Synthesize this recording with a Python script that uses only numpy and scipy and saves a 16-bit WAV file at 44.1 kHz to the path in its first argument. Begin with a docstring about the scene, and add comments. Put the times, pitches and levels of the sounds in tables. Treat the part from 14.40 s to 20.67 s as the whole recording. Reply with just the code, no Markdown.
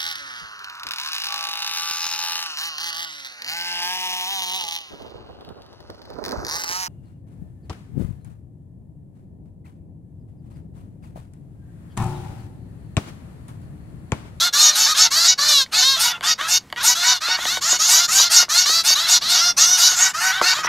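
"""A few small finches, pestered by a hand on a laptop keyboard, protest in overlapping calls close by.
They give arching nasal whines and loud two-voiced squawks, in which both sides of the syrinx (the
bird's voice box) buzz at two pitches about a major third apart. Throat and beak colour each buzz.
Feet and fingers tap the plastic keys, made from short ringing tones.
The small room adds a short tail and rumbles faintly, made from shaped noise."""
import sys
import numpy as np
from scipy import signal
from scipy.fft import rfft, irfft
from scipy.io import wavfile

SR = 44100
rng = np.random.default_rng(int(sys.argv[2]) if len(sys.argv) > 2 else 0)


def inscribe(sig):
    """Save sig as 16-bit PCM at rate SR to the path in sys.argv[1].

    A 1-D sig is mono; a 2-D sig holds one channel per row.
    Samples are clipped to [-1, 1] before scaling.
    """
    pcm = np.round(np.clip(np.atleast_2d(sig).T, -1, 1) * 32767)
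    wavfile.write(sys.argv[1], SR, pcm.astype(np.int16))


N = 276507   # length in samples

# The nasal calls. Pitch, effort and beak gape are those of the middle of the call; glide and swell
# are how far pitch and effort climb from there to the end. All levels are before the final mix.
# Each row: start in seconds, end in seconds, pitch in Hz, glide as a share of the pitch, effort in dB,
# swell in dB, beak gape in dB, throat resonance in dB, beak resonance in Hz, rasp from 0 to 1.
WHINE_CALLS = [(0, 0.097, 710, 0.048, 2, -2.5, 2, 2.5, 3870, 0.36),
               (0.13, 0.334, 612.4, 0.035, 0, -2, 3.5, 2, 3900, 0.35),
               (0.325, 0.46, 643, 0.033, -10.5, -8, -1, -2, 3970, 0.43),
               (0.46, 0.539, 622, 0.072, -1.5, 4, 5.5, 5, 4030, 0.37),
               (0.54, 0.691, 662, 0.13, -3.5, 1, 0, -1.5, 3860, 0.37),
               (.708, 0.886, 664.5, 0.11, 1, 1.5, 3.5, 1.5, 4420, 0.35),
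               (0.981, 1.147, 600, 0.019, -0.5, 3, 2, 3, 4360, 0.34),
               (1.078, 1.243, 568, -0.087, 2, -2, 2, -5, 3970, 0.24),
               (1.325, 1.428, 723, .1, 2, 5, -7, -4, 4200, 0.35),
               (1.417, 1.57, 539, 0.017, 1, -1.5, -1, -4.5, 3900, 0.19),
               (1.559, 1.785, 705, 0.017, -13.5, -10.5, 1.5, 0.5, 3400, 0.41),
               (1.827, 1.928, 628, 0.097, -12.5, 1, -15, 7, 3500, 0.37),
               (1.982, 2.087, 638, .12, -13, 3, 3.5, 6.5, 3750, 0.42),
               (2.364, 2.412, 490, 0.0048, -16, 3, 1, 4, 3400, 0.35),
               (2.4, 2.513, 692, 0.21, -9.5, -1, -1, 2, 3900, 0.31),
               (2.546, 2.788, 729.4, .04, -3.5, -0.5, 1, 0.5, 3900, 0.36),
               (2.808, 2.974, 726, 0.089, -7.5, 0, 1, 4, 4120, 0.36),
               (2.962, 3.07, 703, 0.14, -12.5, 8, 6, 1.5, 3530, 0.52),
               (3.058, 3.196, 724, 0.12, -6, -1.5, 5, 1.5, 3920, 0.29),
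               (3.213, 3.383, 707.4, 0.14, 1.5, 1.5, -3, -1, 7050, 0.34),
               (3.389, 3.54, 709, 0.088, 5, 2.5, -2.5, -1.5, 6700, 0.43),
               (3.528, 3.667, 692.5, 0.093, 4.5, 8.5, -8, -1, 6800, 0.4),
               (3.68, 3.831, 765, .13, -1, 1.5, 1.5, -1, 6960, 0.33),
               (3.772, 3.89, 682, 0.098, 6.5, 3.5, -13, -2, 7000, 0.38),
               (3.894, 4.055, 709, 0.047, -5, 1.5, 0, 3, 4540, 0.33),
               (4.092, 4.243, 708, 0.1, -2.5, 1, 6.5, 2.5, 4240, 0.33),
               (4.253, 4.426, 657.3, 0.072, 0.5, 1, 3, 0.5, 4360, 0.27),
               (4.549, 4.686, 657, 0.095, -3, -1, 1, 2.5, 3840, 0.39),
               (4.66, 4.785, 735, -0.019, 0, 9, 0, 3, 3940, 0.43),
               (4.812, 4.979, 690, 0.11, -2.5, 3, -3, -0.5, 4000, 0.41),
               (4.965, 5.125, 703, .06, 4, 1, -6.5, 0, 5800, 0.28),
               (5.17, 5.385, 707, .14, 2, 3.5, 0.5, -1.5, 6020, 0.31),
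               (5.372, 5.567, 729, 0.038, 2.5, 1, -1.5, 2, 6630, 0.46),
               (5.56, 5.723, 743, 0.048, -2.5, -2.5, 3.5, 4, 7450, 0.5),
               (5.738, 5.926, 738, .1, -12, 3, 9.5, 6, 4600, .3),
               (5.911, 6.02, 756, 0.094, -9, -1, -1.5, 9, 3670, 0.36),
               (6.014, 6.134, 739, 0.056, -1, 3.5, 2.5, 6, 4450, 0.5),
               (6.124, 6.229, 607, 0.15, -5, 0.5, -5, 4.5, 7160, 0.4),
               (6.227, 6.277, 649, 0.066, -8.5, 7, -1.5, 10, 5860, 0.5)]
# The tone colour of a whine at middling effort. Each row: frequency in Hz, level in dB per Hz.
WHINE_COLOUR = [(500.0, -52.5), (750.0, -64.5), (1000.0, -57), (1450.0, -54.5), (2000.0, -61),
                (2500.0, -64), (3100.0, -59.4), (3800.0, -55.5), (4500.0, -55), (5700.0, -54),
                (6800.0, -58), (8200.0, -68.5), (11500.0, -73), (15000.0, -81)]
WHINE_ATTACK_S, WHINE_RELEASE_S = .016, 0.027
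WHINE_HUMP_DB = 4   # effort lies this far below the middle at both ends
WHINE_CLOSING_DB = 2.9   # the beak closes: its gape falls by this much in each half of a call
WHINE_AIR_DB = 1   # air noise at the top


def whines():
    """A nasal arch; the raspier the call, the more a second voice a third higher blurs it."""
    out = np.zeros(N)
    for start, end, hz, glide, level_db, swell_db, gape_db, throat_db, beak_hz, rasp in WHINE_CALLS:
        at, swing, valve = gesture(start, end, WHINE_ATTACK_S, WHINE_RELEASE_S)
        pitch = hz * arch(swing, glide)
        # clear calls are also steadier
        main_voice = syrinx(pitch, rasp, jitter=0.0402, flicker_db=11.9 * rasp, smear=0.1464)
        second_voice = syrinx(pitch * 1.25, rasp, jitter=0.0507, flicker_db=6, smear=0.269)
        source = rms_one(main_voice + 2.24 * rasp ** 2 * second_voice)
        push_db = effort(swing, level_db, swell_db, WHINE_HUMP_DB)
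        closing_gape_db = gape_db - WHINE_CLOSING_DB * swing
        call = tract(source, WHINE_COLOUR, push_db, closing_gape_db, throat_db, WHINE_AIR_DB,
                     np.full(len(at), beak_hz), ring_db=10.5, ring_width_hz=637)
        out[at] += valve * call
    return out


def arch(swing, glide, droop=.05, droop_per_glide=.45):
    """Pitch relative to the middle: it sags at both ends, more in climbing calls, less in falling ones."""
    return 1 + glide * swing - (droop + droop_per_glide * glide) * swing ** 2


# The loud calls. Pitch is the note on which the lower side settles; effort and gape are those of the
# middle, and swell is how far effort climbs from there to the end. All levels are before the final mix.
# Each row: start in seconds, end in seconds, pitch in Hz, effort in dB, swell in dB, beak gape in dB,
# throat resonance in dB, air noise in dB, pitch ratio of the second side to the first.
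SQUAWK_CALLS = [(.175, 0.307, 745, -1.5, 6.5, 2, -5.5, 1, 1.28),
                (0.351, 0.48, 757, 2, 3.5, -4.5, -3, 3, 1.19), (0.565, 0.676, 745, 3, 2, -3, 2, -1, 1.23),
                (0.836, 0.943, 747, 4, 2, -5.5, -3, -4.5, 1.3),
                (1.32, 1.447, 740, -6.5, 9.5, 1, -0.5, 2, 1.21),
                (1.595, 1.73, 750, 0.5, -3, -8.5, -1.5, 7.5, 1.29),
                (1.829, 1.942, 732.6, -2.5, 8, -4, -2, 1, 1.28),
                (2.074, 2.187, 733.5, -0.5, 7, -2.5, -0.5, 2.5, 1.26),
                (2.432, 2.545, 756, 1.5, 2.5, -1, -0.5, 4.5, 1.29),
                (2.62, 2.744, 761, 0, 7, -5.5, 6, -2, 1.3), (2.871, 2.972, 746, -5.5, 6, -13, 5, -15, 1.26),
                (3.276, 3.373, 731, -12, 1, 8, 2, -6, 1.35), (3.483, 3.617, 769, 0.5, 2, 0.5, 0.5, 4, 1.27),
                (3.711, 3.854, 776, 0, 5.5, -1, -4.5, 4.5, 1.26),
                (3.905, 4.04, 741, 3.5, 2.5, -2, -2, 2, 1.27),
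                (4.14, 4.259, 740, 0, -0.5, -5, -7, -0.5, 1.26),
                (4.439, 4.549, 751, 4, 4, -7.5, -0.5, 5, 1.23),
                (4.678, 4.791, 726.6, 1.5, 0, -2.5, -7, 0, 1.34),
                (4.887, 5.019, 754, 2, -0.5, -7.5, -7, 1, 1.27),
                (5.172, 5.266, 725, 2, 0, -3.5, -2, -1, 1.32), (5.372, 5.496, 760, 5, 5, -9, -12, 5, 1.3),
                (5.582, 5.689, 765.5, -3.5, 3, 1, 6.5, -8, 1.26),
                (5.801, 5.923, 758.6, -9.5, 5.5, 0, 11, 5.5, 1.26),
                (6.026, 6.143, 755, -7.5, 14, -6, 7.5, -4, 1.24)]
# The tone colour of a squawk at middling effort. Each row: frequency in Hz, level in dB per Hz.
SQUAWK_COLOUR = [(500.0, -48), (750.0, -62.5), (1000.0, -60), (1450.0, -56), (2000.0, -62.0), (2500.0, -57),
                 (3100.0, -59), (3800.0, -53.5), (4500.0, -50.5), (5700.0, -52), (6800.0, -55),
                 (8200.0, -68), (11500.0, -67), (15000.0, -77.5)]
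# The beak resonance sinks during a squawk. The values: its frequency in Hz at start, middle and end.
SQUAWK_BEAK_PATH = [9460, 6700, 6300]
SQUAWK_ATTACK_S, SQUAWK_RELEASE_S = .023, 0.015
# same meaning as in the whines, but larger: a stronger hump and a faster closing beak
SQUAWK_HUMP_DB, SQUAWK_CLOSING_DB = 7, 7.5
LOWER_SCOOP, UPPER_SCOOP = .1, .17   # each side starts flat by this share; the upper one scoops further


def squawks(upper_db=1.7, coupling=0.094, mid_rasp=0.32, clearing=0.14):
    """Both sides sound, about a major third apart; sharing one airflow, they beat and throw off side tones."""
    out = np.zeros(N)
    for start, end, hz, level_db, swell_db, gape_db, throat_db, air_db, ratio in SQUAWK_CALLS:
        at, swing, valve = gesture(start, end, SQUAWK_ATTACK_S, SQUAWK_RELEASE_S)
        lower_hz = hz * scoop(at / SR - start, LOWER_SCOOP)
        upper_hz = hz * ratio * scoop(at / SR - start, UPPER_SCOOP)
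        rasp = mid_rasp * (1 - clearing * swing)   # the voice clears as it settles
        lower = syrinx(lower_hz, rasp, jitter=0.026, flicker_db=2.5, smear=.37)
        upper = syrinx(upper_hz, rasp, jitter=0.031, flicker_db=5.0, smear=0.224)
        beat = np.cos(2 * np.pi * np.cumsum(upper_hz - lower_hz) / SR)
        source = rms_one((lower + from_db(upper_db) * upper) * (1 + coupling * beat))
        push_db = effort(swing, level_db, swell_db, SQUAWK_HUMP_DB)
        closing_gape_db = gape_db - SQUAWK_CLOSING_DB * swing
        call = tract(source, SQUAWK_COLOUR, push_db, closing_gape_db, throat_db, air_db,
                     along(SQUAWK_BEAK_PATH, swing), ring_db=11.5, ring_width_hz=1130)
        out[at] += valve * call
    return out


def scoop(age_s, depth, settle_s=.022):
    """Pitch relative to the note on which a call settles: it starts flat and quickly climbs."""
    return 1 - depth * np.exp(-np.maximum(age_s, 0) / settle_s)


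def gesture(start, end, attack_s, release_s):
    """Samples of a call, its swing from -1 at the start to 1 at the end, and the opening of its air valve."""
    opens, closes = start - attack_s / 3, end + release_s / 4
    at = np.arange(max(int(opens * SR), 0), min(int(closes * SR), N))
    s = at / SR
    valve = ramp(s - opens, 0, attack_s) * ramp(closes - s, 0, release_s)
    return at, 2 * ramp(s, start, end) - 1, valve


def effort(swing, level_db, swell_db, hump_db):
    """The push of air through a call: one hump, leaning early or late."""
    return level_db + swell_db * swing - hump_db * swing ** 2


def syrinx(pitch, rasp, jitter, flicker_db, smear):
    """One vibrating side: a buzz that wanders in pitch, with a puff of turbulence in each cycle; rms 1."""
    size = len(pitch)
    wandering_hz = pitch * (1 + jitter * rasp * waver(size, 332.6))
    phase = 2 * np.pi * np.cumsum(wandering_hz) / SR
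    k = np.arange(1, 31)[:, None]   # numbers of the partials
    flicker = from_db(flicker_db * np.array([waver(size, 53.1) for _ in k]))
    # high partials lag the low ones, so each pulse is spread over its cycle
    partials = flicker * np.cos(k * phase - smear * k * k)
    buzz = rms_one((partials * (k * pitch < SR / 2)).sum(0))
    puffs = rng.standard_normal(size) * (1 + .5 * np.cos(phase))
    high_pass = signal.butter(2, 7500, "high", fs=SR, output="sos")
    hiss = signal.sosfilt(high_pass, rng.standard_normal(size))
    return rms_one(buzz + rasp * (1.51 * puffs + 3.57 * hiss))


THROAT_HZ, THROAT_WIDTH_HZ = 1650, 750   # the nasal resonance
AIR_LEAK = 0.23   # this share of the gape is taken off the air noise


def tract(source, voice, effort_db, gape_db, throat_db, air_db, beak_hz, ring_db, ring_width_hz):
    """Throat, windpipe and beak colour the buzz; the beak has a resonance, and opening it lets out treble."""
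    hz, s, frames = signal.stft(source, SR, nperseg=256, noverlap=192)
    hz = hz[:, None]
    now = np.minimum((s * SR).astype(int), len(source) - 1)
    low = ramp(hz, 3780, 2770)
    db = at_hz(voice, hz) + effort_db[now] * (1 - 0.76 * low)   # the lows grow less with effort
    db = db + throat_db * np.exp(-((hz - THROAT_HZ) / THROAT_WIDTH_HZ) ** 2)
    db = db + gape_db[now] * ramp(hz, 4780, 6340)
    db = db + (air_db - AIR_LEAK * gape_db[now]) * ramp(hz, 8100, 8150)
    db = db + ring_db * np.exp(-((hz - beak_hz[now]) / ring_width_hz) ** 2)
    # the windpipe's top resonance, over a gently lowered treble
    db = db + 6 * np.exp(-((hz - 12100) / 1100) ** 2) - 3 * ramp(hz, 5200, 11000)
    gain = from_db(db) * ramp(hz, 480, 970) * np.sqrt(SR / 2)
    return signal.istft(frames * gain, SR, nperseg=256, noverlap=192)[1][:len(source)]


# The touches on the keys, levels before the final mix.
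# Each row: time in seconds, level of the low thud in dB, level of the high click in dB.
KEY_TAPS = [(1.262, -44, -28), (1.778, -27, -36), (1.809, -20, -16.5), (1.819, -35, -23),
            (2.011, -15.5, -10), (2.301, -49, -25), (2.326, -17, -12), (2.361, -35, -18), (2.883, -16, -17),
            (2.987, -13, -23), (3.053, -11, -6.5), (3.171, -14, -14), (3.327, -11.5, -18),
            (3.798, -8.5, -32), (4.027, -13, -28), (4.083, -20, -33), (4.260, -21, -10), (4.293, -13, -10),
            (4.504, -14.5, -22), (4.820, -26, -30), (5.517, -16.5, -16), (6.014, -1.5, -10),
            (6.187, -11.5, -31), (6.246, -10, -18)]
# The tones at which keys and case ring.
# Each row: frequency in Hz, level in dB, time to fade by 60 dB in seconds.
KEYBOARD_TONES = [(233, -21.5, 0.053), (349, -16.5, 0.088), (490, -13, 0.055), (600, -5, 0.026),
                  (740, -8, 0.039), (902, -6.5, 0.044), (1130, 5, 0.011), (1530, -1, 0.021),
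                  (1880, 1, 0.012), (2210, -1, 0.014), (2930, -1, 0.013), (3400, 4.5, 0.0047),
                  (4600, -5, .012), (7000, -8.5, 0.0027), (11300, -11, .006)]


def taps(rattle=0.11, rattle_s=0.0019):
    """Each touch rattles a key briefly: soft weight rings the low modes, hard claws the high ones."""
    s, thud_db, click_db = np.transpose(KEY_TAPS)
    age = np.arange(1024) / SR
    # one sharp knock, then a fading rattle
    rattles = rattle * rng.standard_normal((len(s), len(age))) * np.exp(-age / rattle_s)
    contacts = (age == 0) + rattles
    out = np.zeros(N)
    for k, (hz, db, t60) in enumerate(KEYBOARD_TONES):
        force = np.zeros(N + len(age))
        hard = ramp(hz, 1500, 1600)   # 0 for low tones, 1 for high ones
        blows_db = thud_db * (1 - hard) + click_db * hard
        for when, contact, blow_db in zip(s, contacts, blows_db):
            first = int(when * SR)
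            force[first:first + len(age)] += contact * from_db(blow_db + db)
        decay = from_db(-60 / (t60 * SR))   # per sample
        w = 2 * np.pi * hz / SR
        ringing = signal.lfilter([0, np.sin(w)], [1, -2 * decay * np.cos(w), decay * decay],
                                 force[:N] + 1e-18)
        out += (-1) ** k * ringing   # neighbouring tones start in opposite directions
    return out


ROOM_T60_S, ROOM_DB = 0.1, -18.5   # fading time, and level of the tail relative to the direct sound


def room(x):
    """The furnished room adds a short faint tail: fading noise, dulled, behind the direct sound."""
    age = np.arange(SR // 2) / SR
    fade = from_db(-60 * age / ROOM_T60_S) * ramp(age, 0.0014, 0.0058)
    response = rng.standard_normal(len(age)) * fade
    response = signal.lfilter(*signal.butter(1, 5000, fs=SR), response)
    response *= from_db(ROOM_DB) / np.linalg.norm(response)
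    response[0] += 1   # the direct sound
    return signal.fftconvolve(x, response)[:N]


# The tone colour of the room's rumble, before the final mix.
# Each row: frequency in Hz, level in dB per Hz.
ROOM_RUMBLE = [(20, -88), (55, -84), (95, -79), (180, -79), (300, -85), (500, -88.5), (1200, -90),
               (3000, -99), (7000, -103), (15000, -113)]


def background(waver_db=3.0, waver_rate=7):
    """Dull rumble of the room, shaped from noise; its level wavers."""
    hz = np.arange(N // 2 + 1) * SR / N
    spectrum = rfft(rng.standard_normal(N)) * from_db(at_hz(ROOM_RUMBLE, hz))
    rumble = irfft(spectrum, N) * np.sqrt(SR / 2)
    return rumble * from_db(waver_db * waver(N, waver_rate))


def from_db(db):
    """Decibels to a plain factor."""
    return 10 ** (np.asarray(db) / 20)


def rms_one(x):
    """Scale a sound to an rms level of 1."""
    return x / np.sqrt(np.mean(x ** 2) + 1e-20)


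def at_hz(points, hz):
    """A spectrum read on a log-frequency axis."""
    table = np.array(points)
    return np.interp(np.log(hz + 1), np.log(table[:, 0]), table[:, 1])


def ramp(x, zero, one):
    """A straight climb from 0 to 1 between two points."""
    return np.clip((x - zero) / (one - zero), 0, 1)


def along(values, swing):
    """Straight lines through evenly spaced moments of a call."""
    return np.interp(swing, np.linspace(-1, 1, len(values)), values)


def waver(size, rate):
    """Chance wandering: straight lines between random points of spread 1, `rate` points a second."""
    knots = rng.standard_normal(2048)
    return np.interp(np.arange(size) * rate / SR, np.arange(len(knots)), knots)


def scene():
    """Calls and taps sound in the room, over its rumble; both channels are the same."""
    birds = from_db(-0.33) * whines() + from_db(1.44) * squawks()
    keys = from_db(-10.5) * taps()
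    sound = room(birds + keys) + from_db(2.5) * background()
    return np.array([sound, sound])


CUTOFF_HZ = 15600


def record(dry):
    """The highest peaks are rounded and the top is cut."""
    rounded = dry / (1 + dry ** 12) ** (1 / 12)
    low_pass = signal.ellip(10, .2, 80, CUTOFF_HZ, fs=SR, output="sos")
    return signal.sosfilt(low_pass, rounded)


dry = scene()
out = record(dry)
inscribe(out)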